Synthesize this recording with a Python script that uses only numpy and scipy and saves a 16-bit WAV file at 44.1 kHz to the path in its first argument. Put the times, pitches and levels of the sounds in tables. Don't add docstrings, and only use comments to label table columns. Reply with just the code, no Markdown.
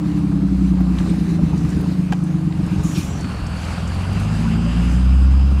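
import sys
import numpy as np
from scipy import signal
from scipy.fft import rfft, irfft, next_fast_len
from scipy.io import wavfile
from scipy.ndimage import uniform_filter1d, map_coordinates

SR = 44100
rng = np.random.default_rng(int(sys.argv[2]) if len(sys.argv) > 2 else 0)


def volts_from_decibels(level):
    exponent = np.asarray(level, float) / 20
    return 10 ** exponent


def master(y):
    cut = np.clip(np.atleast_2d(y).T, -1, 1)
    pcm = np.round(cut * 32767)
    wavfile.write(sys.argv[1], SR, pcm.astype(np.int16))


N = 246959

# time_s, firing_hz
FIRING_SPEED = [(0, 68.2), (.6, 62.65), (1, 59.4), (1.2, 56.65), (1.6, 53.2), (2, 52.15), (2.4, 49.25),
                (2.8, 46.6), (2.99, 45.9), (3.2, 42.6), (3.6, 40.7), (3.8, 42.4), (4, 45.2), (4.2, 50.3),
                (4.4, 54), (4.6, 55.9), (5.18, 64.7), (5.6, 68.4)]
# time_s, shut_0_to_1
BRAKE_VALVE = [
    (0, 1),
    (2.99, 1),
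    (3.03, .1),
    (3.15, .15),
    (3.28, .45),
    (3.36, 0),
    (5.6, 0),
]
# time_s,
# flow_0_to_1
AIR_FLOW = [(0, .02), (2.4, 0), (2.7, 0.37), (3.2, 0.65), (3.5, 0.86), (4.2, 0.92), (4.9, 0.95),
            (5.1, 0.71), (5.6, 0.71)]
# freq_hz, level_db
PIPE_SHUT = [(30, -55), (70, -38), (100, -38), (130, -38), (160, -24), (180, -21), (200, -25), (225, -42),
             (255, -42), (275, -32), (298, -27), (322, -28), (345, -44), (450, -62)]
# freq_hz, level_db
PIPE_OPEN = [(30, -55), (65, -32), (100, -33), (140, -36), (205, -35), (235, -44), (300, -49), (350, -54),
             (450, -62)]
# freq_hz, lag_rad
PIPE_LAG = [(65, 0), (95, 2.5), (120, 3.1), (160, 2.8), (180, 3.3), (200, 4.3), (250, 7.5), (300, 10),
            (350, 14), (520, 20)]
# centre_hz, half_width_hz, level_db
BOOM_SHUT = [(45, 30, -49), (61.76, 2.86, -21), (85.2, 12.5, -27.5), (133.6, 6.6, -28.5),
             (147.6, 6.7, -26.5), (180.6, 18.6, -20), (264, 45, -35)]
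# centre_hz, half_width_hz, level_db
BOOM_OPEN = [(65.05, 4.64, -10), (93.6, 17.8, -22), (126, 3.3, -30.5), (174.4, 19.5, -17), (221, 6.4, -9.5),
             (258, 13, -21)]
FIRING_SHUT_DB = [-0.5, -0.7, 2.4, -6.5]
FIRING_OPEN_DB = [-0.3, 1.8, -4.5, -13.5]
# centre_hz, half_width_hz, level_db
BELT_SHUT = [(280.5, 20, -28.5), (233.5, 18, -34)]
# centre_hz, half_width_hz, level_db
BELT_OPEN = [(181, 4, -36), (238.4, 37, -29)]
# middle_s, half_length_s,
# floor_shake_db, trim_rustle_db
ROUGH_ROAD = [(0.195, 0.68, 6, 1.1), (1.04, 0.16, 8, 6.5), (1.475, 0.22, 10.5, 4.5), (1.812, 0.16, 7.5, 6),
              (2.86, 0.43, 5, 4), (3.293, 0.23, 2.5, -1.1), (3.71, 0.17, 0.5, 4.5), (4.154, .12, 2.5, 3),
              (4.716, 0.52, 7.5, 1.2), (5.35, 0.42, -0.4, -3.5)]
# freq_hz, density_db_per_hz
RUMBLE_COLOUR = [(12, -45), (20, -12.5), (67, 7.5), (114, 0), (185, 12.5), (203, -2), (248, -0.5),
                 (449, -13.5), (500, -22), (650, -57), (1100, -120)]
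# freq_hz, density_db_per_hz
CLATTER_COLOUR = [(180, -9.5), (300, -4.5), (458, -13), (505, -4.5), (627, -8), (762, -5), (877, -7.5),
                  (1230, -8), (1910, -28), (2770, -24), (3400, -26), (4000, -25), (5200, -26.5),
                  (8800, -120)]
# freq_hz, density_db_per_hz
HISS_COLOUR = [(880, -47), (1500, -0.5), (1710, -1.5), (2580, -3.5), (3230, -11), (4150, -8.5),
               (5600, -12.5), (6140, -11), (9630, -16.5), (11000, -21.5), (14300, -55), (22000, -120)]
# freq_hz, density_db_per_hz
WINDOW_COLOUR = [(6470, -20), (11000, -8.5), (12700, -8), (15100, -10), (15600, -15.5)]
# time_s, whistle_hz
TURBO_PITCH = [(0, 4420), (3.1, 4390), (3.9, 4610), (4.8, 4910), (5.6, 4980)]
# start_s, level_db, pitch_hz, t60_s
SQUEAKS = [(.228, -62, 12000, .03), (.314, -62, 12000, 0.028), (.803, -47, 11900, .03),
           (1.097, -37, 8300, 0.025), (1.69, -51, 14900, .05), (2.18, -57, 14900, .03),
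           (3.466, -81, 9700, 0.034), (3.945, -46, 10200, 0.035)]
# start_s, peak_db, centre_hz, t60_s
KNOCKS = [(.316, -28.5, 900, 0.057), (.805, -22, 1100, 0.023), (.415, -38, 1500, .04),
          (.985, -22.5, 2500, 0.023), (.999, -29, 1090, 0.054), (1.061, -28, 930, 0.055),
          (1.03, -46, 2000, .06), (1.09, -36, 2200, .06), (1.133, -28, 800, 0.05), (1.568, -29, 830, 0.036),
          (2.196, -41, 900, .04), (2.523, -28.5, 2500, 0.023), (2.913, -31, 1540, 0.035),
          (2.97, -34, 880, .1), (3.243, -26.5, 1980, 0.043), (4.984, -42, 700, 0.045),
          (5.489, -39, 700, .05)]
# start_s, peak_db, centre_hz, t60_s
TICKS = [(.985, -39.5, 7360, 0.06), (1.098, -58, 8400, 0.045), (1.435, -52, 6000, 0.017),
         (1.575, -43, 6300, 0.15), (1.69, -40, 6500, 0.045), (1.702, -34.5, 7040, 0.034),
         (1.73, -47, 7000, 0.052), (1.809, -39.5, 11000, 0.038), (2.237, -39.5, 7960, 0.043),
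         (2.663, -38.5, 8000, 0.034), (3.207, -34, 7000, 0.045), (3.466, -33.5, 6500, 0.032),
         (3.874, -34, 6500, 0.054), (3.945, -44, 9500, 0.033), (4.13, -40, 9000, 0.044),
         (4.198, -40.5, 9400, 0.046), (5.106, -52, 5030, .03)]
# start_s, level_db, pitch_hz, t60_s
BUMPS = [(1.074, -29, 393, 0.13), (1.271, -29, 384, .15), (1.385, -27, 590, 0.08), (1.425, -14, 64, 0.15),
         (1.53, -26.5, 893, 0.036), (2.789, -29.5, 419, 0.16), (2.958, -22.5, 343, 0.071),
         (4.45, -28, 980, .06), (4.66, -29, 578, 0.15)]
# start_s, level_db
SWITCH_HITS = [
    (2.1222, -20),
    (2.1246, -15.5),
    (2.1285, -30),
    (2.133, -20),
    (2.139, -39),
    (2.143, -35),
]
# freq_hz, level_db, t60_s
SWITCH_MODES = [(770, 0, .035), (1620, -4, .025), (2401, -9, .02), (3090, -10, .02), (4716, -16, .014),
                (7500, -20, .012)]
# start_s, rise_s, hold_s, fall_db_per_s, level_db
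VENT_BURSTS = [
    [(2.822, 0.013, 0.11, 112, -42.5), (2.965, 0.013, 0.0085, 103, -42)],
    [(2.76, 0.021, 0.22, 200, -47), (2.935, 0.022, 0.008, 169, -35.5)],
    [(2.82, 0.037, 0.33, 200, -47.5), (2.985, .035, .01, 120, -53)],
]
# freq_hz, density_db_per_hz
JET_COLOUR = [(2650, -35), (4500, -15), (4920, -9), (5800, -7), (6960, 0.5), (8050, -9.5), (9460, -6),
              (14700, -18), (15600, -19)]
# freq_hz, density_db_per_hz
PUFF_COLOUR = [(1200, -40), (2100, -8), (2500, 0), (4000, -1), (6000, -4), (8000, -10), (12000, -24),
               (16000, -40)]
# freq_hz, density_db_per_hz
TAIL_COLOUR = [(3500, -50), (5000, -17), (5700, 3), (6600, -3), (7600, -1), (9000, -34), (12000, -60)]


def unit(x):
    return x / np.sqrt(np.mean(x ** 2) + 1e-20)


def along(points, hz):
    f, v = np.transpose(points)
    return np.interp(np.log(hz + 1), np.log(f + 1), v)


def curves(rows):
    s, *cols = np.transpose(rows)
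    return [np.interp(np.arange(N) / SR, s, c) for c in cols]


def wobble(rate_hz):
    knots = rng.standard_normal(400)
    return map_coordinates(knots, [np.arange(N) * rate_hz / SR], order=1)


def rush(spectrum, patchy_db):
    z = signal.stft(rng.standard_normal(N), nperseg=512)[2]
    field = uniform_filter1d(rng.standard_normal(z.shape), size=6, axis=0)
    field = uniform_filter1d(field, size=12, axis=1)
    x = signal.istft(z * volts_from_decibels(patchy_db * unit(field)), nperseg=512)[1][:N]
    m = next_fast_len(N + 8192)
    gain = volts_from_decibels(along(spectrum, np.fft.rfftfreq(m, 1 / SR)))
    return unit(irfft(rfft(x, m) * gain, m)[:N])


def resonant(peaks, hz):
    return 10 * np.log10(sum((volts_from_decibels(db) / (1 + ((hz - c) / w) ** 2)) ** 2 for c, w, db in peaks))


def patches():
    s, half, *gains_db = np.transpose(ROUGH_ROAD)
    swell = np.exp(-((np.arange(N)[:, None] / SR - s) / half) ** 2)
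    return [swell @ g for g in gains_db]


def body_level(rest_db, flow_gain_db, rustle_share):
    flow, = curves(AIR_FLOW)
    return rest_db + flow_gain_db * flow ** 2 + rustle_share * patches()[1]


def narrow_air(pitch_hz, level_db, width_hz):
    phase = 2 * np.pi * np.cumsum(pitch_hz) / SR
    blur = [(20, 0), (width_hz, -5), (3 * width_hz, -22), (20000, -120)]
    band = rush(blur, 0.94) * np.cos(phase) + rush(blur, 0.72) * np.sin(phase)
    return volts_from_decibels(level_db + 1.8 * wobble(25)) * band


def strike(events):
    out = np.zeros(N + SR)
    for s, sound in events:
        out[round(s * SR):][:len(sound)] += sound
    return out[:N]


def ring_time():
    t = np.arange(SR // 4) / SR
    return t, 1 - np.exp(-t / .0012)


def exhaust(firing_hz, cam_rad):
    fuel_s, fuel_rise_s, coast_db = 3.03, 1.18, -13.5
    even_from_hz, evening_db_per_hz = 50, .3
    soft_below_hz, softening_db_per_hz = 53, .9
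    uneven_db, turn_db = -12, -18
    strong_at_cycle, scatter = 2 / 3, .15
    shut, = curves(BRAKE_VALVE)
    fuel_db = coast_db * np.clip(1 - (np.arange(N) / SR - fuel_s) / fuel_rise_s, 0, 1)

    def heard(hz, closed, opened):
        return shut ** 2 * resonant(closed, hz) + (1 - shut ** 2) * (resonant(opened, hz) + fuel_db)

    belt_db = heard(25.7 * firing_hz / 6, BELT_SHUT, BELT_OPEN)
    out = volts_from_decibels(belt_db + 3 + 1.5 * wobble(6)) * np.cos(25.7 * cam_rad + .4 * wobble(5))
    even_db = evening_db_per_hz * np.maximum(firing_hz - even_from_hz, 0)
    soft_db = shut * softening_db_per_hz * np.maximum(soft_below_hz - firing_hz, 0)
    for order in range(1, 49):
        drift, slip, start_rad = wobble(5), wobble(4), rng.uniform(0, 2 * np.pi)
        hz = order * firing_hz / 6
        late = order * cam_rad - along(PIPE_LAG, hz)
        pipe_db = shut * along(PIPE_SHUT, hz) + (1 - shut) * along(PIPE_OPEN, hz) + 3
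        pipe_db -= .4 * max(order - 27, 0)
        if 27 <= order < 36:
            pipe_db -= soft_db
        if order in (6, 12, 18, 24):
            k = order // 6 - 1
            level_db = heard(hz, BOOM_SHUT, BOOM_OPEN) + 3 + .8 * drift
            level_db += shut * FIRING_SHUT_DB[k] + (1 - shut) * FIRING_OPEN_DB[k]
            phase = late + .15 * slip
        elif order % 6 == 3:
            level_db = pipe_db + 1.2 * drift
            phase = late + .2 + 1.2 * (1 - shut) + .3 * slip
        else:
            once_a_cycle = bool(order % 2 or order % 6 == 0)
            single_db = uneven_db + 4 * (order > 27) if once_a_cycle else turn_db
            level_db = pipe_db + single_db - (1 - shut * once_a_cycle) * even_db + 2 * drift
            phase = late - 2 * np.pi * strong_at_cycle * order
            phase = phase + scatter * (start_rad - np.pi) + .35 * slip
        out += volts_from_decibels(level_db) * np.cos(phase)
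    return out


def road_rumble():
    lumps = volts_from_decibels(wobble(6.6))
    return volts_from_decibels(-30.5 + patches()[0]) * lumps * rush(RUMBLE_COLOUR, patchy_db=-1.96)


def diesel_clatter(cam_rad):
    knock = 1 + .25 * np.cos(6 * cam_rad) + .1 * np.cos(3 * cam_rad)
    clatter = unit(knock * rush(CLATTER_COLOUR, patchy_db=-0.94))
    return volts_from_decibels(body_level(-41.5, 6.56, 0.37) + .9 * wobble(7.5)) * clatter


def air_hiss():
    gusts = volts_from_decibels(1.2 * wobble(10) + .9 * wobble(40))
    hiss = volts_from_decibels(body_level(-48.5, 6, 0.78)) * rush(HISS_COLOUR, patchy_db=2.2)
    window = volts_from_decibels(body_level(-65.5, 2, 0.61)) * rush(WINDOW_COLOUR, patchy_db=1.2)
    return gusts * (hiss + window)


def intake_air():
    whistle_hz, = curves(TURBO_PITCH)
    flow, = curves(AIR_FLOW)
    intake_db = -66.5 + 17.8 * flow
    steady = np.ones(N)
    out = narrow_air(2750 * steady, intake_db + 6, width_hz=400)
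    out += narrow_air(.5 * whistle_hz + 5300, intake_db - 6.5, width_hz=700)
    out += narrow_air(10000 * steady, intake_db - 16, width_hz=600)
    return out + narrow_air(1400 * steady, intake_db + 7, width_hz=250)


def single_rings(rows):
    t, _ = ring_time()
    return strike([(s, volts_from_decibels(db + 5 - 60 * t / t60) * (1 - np.exp(-15 * t / t60)) * np.sin(2 * np.pi * hz * t))
                   for s, db, hz, t60 in rows])


def trim_rattles(rows, width, gain_db):
    t, onset = ring_time()
    events = []
    for s, db, hz, t60 in rows:
        edges_hz = np.clip([hz * (1 - width), hz * (1 + width)], 100, 15000)
        band = signal.butter(3, edges_hz, "band", fs=SR, output="sos")
        burst = unit(signal.sosfilt(band, rng.standard_normal(len(t))))
        events.append((s, volts_from_decibels(db + gain_db - 60 * t / t60) * onset * burst))
    return strike(events)


def switch_snap():
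    t, onset = ring_time()
    events = []
    for s, db in SWITCH_HITS:
        ring = sum(volts_from_decibels(g + rng.normal(0, 2) - 60 * t / t60) * np.sin(2 * np.pi * hz * t)
                   for hz, g, t60 in SWITCH_MODES)
        crack = signal.lfilter([.05, .05], [1, -1.35, .45], rng.standard_normal(len(t)))
        events.append((s, volts_from_decibels(db) * (onset * ring + 1.9 * volts_from_decibels(-60 * t / .016) * crack)))
    return strike(events)


def valve_vent():
    t = np.arange(N) / SR
    out = np.zeros(N)
    for rows, colour in zip(VENT_BURSTS, (JET_COLOUR, PUFF_COLOUR, TAIL_COLOUR)):
        level = np.zeros(N)
        for s, rise, hold, fall, db in rows:
            opening = np.clip((t - s) / rise, 0, 1) ** 2
            level += opening * volts_from_decibels(db - fall * np.clip(t - s - rise - hold, 0, 1))
        out += level * rush(colour, patchy_db=-3.1)
    return out


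def turbo_whistle():
    start_s, rise_s, silent_db, fade_db_per_s = 3.0, 0.23, -30, 1.6
    whistle_hz, = curves(TURBO_PITCH)
    since_s = np.arange(N) / SR - start_s
    level_db = -48.5 + silent_db * np.clip(1 - since_s / rise_s, 0, 1)
    level_db -= fade_db_per_s * since_s.clip(0)
    return narrow_air(whistle_hz, level_db, width_hz=200)


def scene():
    firing_hz, = curves(FIRING_SPEED)
    cam_rad = 2 * np.pi * np.cumsum(firing_hz / 6) / SR
    mix = exhaust(firing_hz, cam_rad) + road_rumble()
    mix += diesel_clatter(cam_rad) + air_hiss() + intake_air()
    mix += single_rings(SQUEAKS)
    mix += trim_rattles(KNOCKS, width=.55, gain_db=-2.5)
    mix += trim_rattles(TICKS, width=.3, gain_db=-1.5)
    mix += single_rings(BUMPS)
    mix += switch_snap() + valve_vent() + turbo_whistle()
    return mix[None]


def roll_off(x):
    return signal.sosfilt(signal.butter(12, 15730, fs=SR, output="sos"), x)


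def record(dry):
    top_hz = 15730
    mix = irfft(rfft(dry) * (np.fft.rfftfreq(N, 1 / SR) < top_hz), N)
    return roll_off(mix)


dry = scene()
out = record(dry)
master(out)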